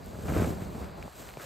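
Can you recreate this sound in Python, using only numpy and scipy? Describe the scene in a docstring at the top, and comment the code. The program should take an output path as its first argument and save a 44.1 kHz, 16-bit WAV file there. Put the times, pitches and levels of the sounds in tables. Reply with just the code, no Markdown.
"""Wind and surf on a beach.

Distant surf washes steadily, heard through a small hand-held microphone close to the sand.
The eddies of a gust buffet the microphone in a lumpy rumble and die away; a grainy, rustling
hiss swells with the gust and returns alone near the end. Sand grains tick, soft bumps excite
the damped modes of the housing, and a faint plink sounds in the lull."""
import sys
import numpy as np
from scipy import signal
from scipy.fft import rfft, irfft
from scipy.io import wavfile

SR = 44100
rng = np.random.default_rng(int(sys.argv[2]) if len(sys.argv) > 2 else 0)


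def bounce(signal):
    """Save signal as a 16-bit WAV file at the path given by the first command-line argument."""
    frames = np.transpose(np.atleast_2d(signal))
    limited = np.clip(frames, -1, 1)
    pcm = np.round(limited * 32767).astype(np.int16)
    wavfile.write(sys.argv[1], SR, pcm)


N = 63945

# stereo side-to-mid ratio, before each source's offset: f/Hz, ratio/dB
WIDTH = [(60, -6.5), (110, -5.5), (200, -14.5), (330, -11), (480, -3.5), (750, -0.5), (1050, -0.5),
         (1500, -4.5), (2300, -18), (3200, -19), (4400, -39), (7000, -31.5), (14000, -29)]
# envelopes of the surf, gust, midrange rustle and treble hiss: t/s, level/dB
SURF_LEVEL = [(0, -49.5), (0.3, -52.5), (0.8, -46.5), (1.05, -46.5), (1.13, -53), (1.22, -49.5),
              (1.35, -48), (1.45, -49.5)]
GUST_LEVEL = [(0, -44.5), (0.2, -39.5), (0.275, -32.5), (0.32, -30.5), (0.37, -25.5), (0.445, -28.5),
              (0.5, -30.0), (0.56, -35.5), (0.68, -38.5), (0.73, -38), (0.82, -36), (0.9, -44.5),
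              (1.01, -42.5), (1.075, -43.5), (1.11, -66.5), (1.2, -44), (1.27, -53), (1.34, -51),
              (1.45, -50.5)]
RUSTLE_LEVEL = [(0, -61), (0.27, -57.0), (0.295, -38), (0.32, -48.5), (0.36, -39.5), (0.44, -42.5),
                (0.48, -53), (0.56, -59), (0.62, -49.5), (0.72, -72), (0.84, -50.5), (0.89, -55),
                (1.05, -63), (1.14, -57.5), (1.21, -55), (1.3, -51.5), (1.36, -80), (1.4, -44),
                (1.45, -49.5)]
HISS_LEVEL = [(0, -61.5), (0.08, -56), (0.15, -57.0), (0.24, -53), (0.378, -43.5), (0.5, -47),
              (0.568, -55.5), (0.622, -51.5), (0.69, -58), (0.81, -53.5), (0.94, -65.5), (0.99, -59),
              (1.14, -57.5), (1.205, -49), (1.24, -53), (1.285, -51.5), (1.36, -59), (1.42, -48.5),
              (1.45, -48)]
# spectral densities of the same four and of a shrill background band: f/Hz, relative level/dB
SURF_SPECTRUM = [(30, 1.5), (45, 12.5), (60, 11), (100, -1.5), (250, -14), (700, 0), (1100, -6.5),
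                 (1700, -14), (3000, -22.0), (4500, -19.5), (5300, -30.5), (9000, -43), (15000, -37)]
GUST_SPECTRUM = [(30, -21.5), (45, 5), (65, 3), (110, -2.0), (170, -0.5), (300, -7.0), (450, -9),
                 (620, -10.5), (820, -17), (1300, -24), (2500, -37.5), (6000, -65.5)]
RUSTLE_SPECTRUM = [(200, -5), (400, 2.5), (600, 5), (800, -2.5), (1080, 2.5), (1550, 2.5), (1850, -4.5),
                   (2400, -6.5), (3000, -16.5), (5000, -29.5), (9000, -34)]
HISS_SPECTRUM = [(1000, -11), (2500, 1), (4000, -1), (5500, -3), (7000, 0.5), (8700, 2), (10000, -0.5),
                 (11500, 1.5), (14000, -6.5), (15500, -4)]
SHRILL_SPECTRUM = [(3500, -40), (4050, 2), (4300, -12), (4600, -1), (4850, -4), (5300, -35)]
# impacts of single sand grains: t/s, level/dB, f/Hz
SAND_TICKS = [(0.061, -32.5, 10900), (0.0724, -39, 3500), (.6175, -37, 3200), (0.8442, -28.5, 2010),
              (1.156, -39, 7500), (1.2103, -39, 7200), (1.2900, -28.5, 2600), (1.3073, -34, 2400),
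              (1.3392, -28, 2280)]
# bumps on the housing: t/s, thud level before softening/dB, thud f/Hz, tick level/dB
BUMPS = [(0.2841, -24, 1340, -33), (0.294, -14.5, 246, -59), (0.3376, -39, 325, -35),
         (0.3648, -11.5, 324, -40), (0.384, -17, 100, -55), (0.421, -9.5, 263, -34),
         (.4440, -17.5, 280, -31.5), (0.474, -14.5, 228, -47), (0.4927, -25, 490, -57),
         (0.6208, -21.5, 169, -48), (.7560, -28.5, 222, -64), (0.798, -26.5, 610, -55),
         (1.0269, -45, 400, -32.5), (1.0790, -25.5, 786, -62), (1.3711, -28, 950, -36.5),
         (1.372, -24.5, 487, -58), (1.3784, -35, 178, -65)]
# modes of the housing: f/Hz, level relative to the tick/dB, t60/s
HOUSING_MODES = [(1690, -2, 0.0026), (2394, -1, 0.0074), (5250, -12, 0.0041)]
# phase shift from the microphone's stereo widening: f/Hz, lead of the left channel/rad
TREBLE_PHASE = [(7450, 0), (8550, -1.1), (9150, -3.1), (10850, -3.2), (11250, -4.2), (12200, -5.2),
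                (12550, -6.25), (14400, -6.3), (15300, -8.8)]


def from_db(db):
    """Amplitude ratio: tenfold for every 20 dB."""
    return 10 ** (np.asarray(db) / 20)


def envelope(points):
    """Exponential growth and decay: straight lines in decibels between points in time."""
    return from_db(np.interp(np.arange(N) / SR, *np.transpose(points)))


def gain_at(points, hz):
    """Power-law response: straight lines in decibels against log frequency."""
    f, db = np.transpose(points)
    return from_db(np.interp(np.log(hz + 1), np.log(f), db))


def unit_power(x):
    """Normalisation to a mean square of one."""
    return x / np.sqrt(np.mean(x ** 2) + 1e-20)


def minimum_phase(gain):
    """Causality: a gain curve takes the phase of a filter that rings only after it is struck."""
    cepstrum = irfft(np.log(gain), N)
    cepstrum[1:] *= 2 * (np.arange(1, N) < N / 2)
    return np.exp(rfft(cepstrum))


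def coloured(streams, spectrum, width_db=0):
    """Mid-side stereo: the sum and difference of two filtered streams, at unit power."""
    hz = np.arange(N // 2 + 1) * SR / N
    width = gain_at(WIDTH, hz) * from_db(width_db)
    mid, side = rfft(streams) * minimum_phase(gain_at(spectrum, hz) / np.sqrt(1 + width ** 2))
    return unit_power(irfft(np.array([mid + width * side, mid - width * side]), N))


def shot_noise(per_s, spread_db, share):
    """Two Poisson streams of uneven impulses carry a share of the power; Gaussian noise has the rest."""
    sizes = from_db(spread_db * np.minimum(rng.exponential(1, (2, N)), 4))
    signs = rng.choice([-1, 1], (2, N))
    arrivals = rng.random((2, N)) < per_s / SR
    clicks = unit_power(sizes * signs * arrivals)
    return np.sqrt(share) * clicks + np.sqrt(1 - share) * rng.standard_normal((2, N))


def ring(start_s, hz, t60):
    """Free vibration of a damped oscillator, falling 60 dB in t60 seconds."""
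    age = np.maximum(np.arange(N) / SR - start_s, 0)
    return np.sin(2 * np.pi * hz * age) * np.exp(-np.log(1000) * age / t60)


def surf():
    """Far waves add incoherently into a smooth, wide wash of Gaussian noise."""
    return envelope(SURF_LEVEL) * coloured(rng.standard_normal((2, N)), SURF_SPECTRUM, width_db=1)


def shrill_band():
    """Stationary narrow-band noise, heard as a faint, shrill hiss."""
    return from_db(-69) * coloured(rng.standard_normal((2, N)), SHRILL_SPECTRUM)


def wind():
    """Turbulence: eddies strike the microphone as a stream of dull pressure pulses."""
    eddies = shot_noise(per_s=500, spread_db=3.5, share=0.62)
    return envelope(GUST_LEVEL) * coloured(eddies, GUST_SPECTRUM)


def rustle():
    """Shot noise filtered to the midrange is heard as a grainy rustle."""
    grains = shot_noise(per_s=1800, spread_db=3, share=0.5)
    return envelope(RUSTLE_LEVEL) * coloured(grains, RUSTLE_SPECTRUM, width_db=-6.5)


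def hiss(flutter_db=1.34, flutter_hz=147):
    """Random amplitude modulation makes a fine treble hiss flutter."""
    fizz = shot_noise(per_s=4500, spread_db=1, share=0.32)
    treble = coloured(fizz, HISS_SPECTRUM, width_db=-3)
    smoothing = signal.butter(2, flutter_hz, fs=SR, output="sos")
    flutter = unit_power(signal.sosfilt(smoothing, rng.standard_normal(N)))
    return envelope(HISS_LEVEL) * treble * from_db(flutter_db * flutter)


def sand_ticks():
    """Each grain's impact is a heavily damped vibration, so brief that it is heard as a tick."""
    return sum(from_db(db) * ring(s, hz, t60=0.0013) for s, db, hz in SAND_TICKS)


def bumps(thud_cycles=3.95, contact_hz=1420, pan_db=0.5):
    """Impact excitation: each bump gives a thud, low-passed by soft contact, and rings the housing."""
    thuds = sum(from_db(db) * ring(s, hz, thud_cycles / hz) for s, db, hz, _ in BUMPS)
    softened = signal.sosfilt(signal.butter(2, contact_hz, fs=SR, output="sos"), thuds)
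    ticks = sum(from_db(db + mode_db) * ring(s, hz, t60)
                for s, _, _, db in BUMPS for hz, mode_db, t60 in HOUSING_MODES)
    return (softened + ticks) * from_db(pan_db * np.array([[.5], [-.5]]))


def plink():
    """A single decaying mode, heard as a faint plink in the lull."""
    return from_db(-51) * ring(start_s=1.128, hz=1200, t60=0.05)


def scene():
    """Superposition of the distant surf and the sounds at the microphone."""
    return surf() + shrill_band() + wind() + rustle() + hiss() + sand_ticks() + bumps() + plink()


def record(dry, low_cut_hz=59.2, high_cut_hz=15750):
    """The microphone limits the bandwidth, and its stereo widening turns the top treble out of phase."""
    dry = signal.sosfilt(signal.butter(4, low_cut_hz, "high", fs=SR, output="sos"), dry)
    hz = np.arange(N + 1) * SR / (2 * N)
    phase_shift = np.exp(1j * np.interp(hz, *np.transpose(TREBLE_PHASE)))
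    low_pass = 1 / np.sqrt(1 + (hz / high_cut_hz) ** 400)
    left, right = rfft(dry, 2 * N) * low_pass
    return irfft(np.array([left * phase_shift, right]))[:, :N]


dry = scene()
out = record(dry)
bounce(out)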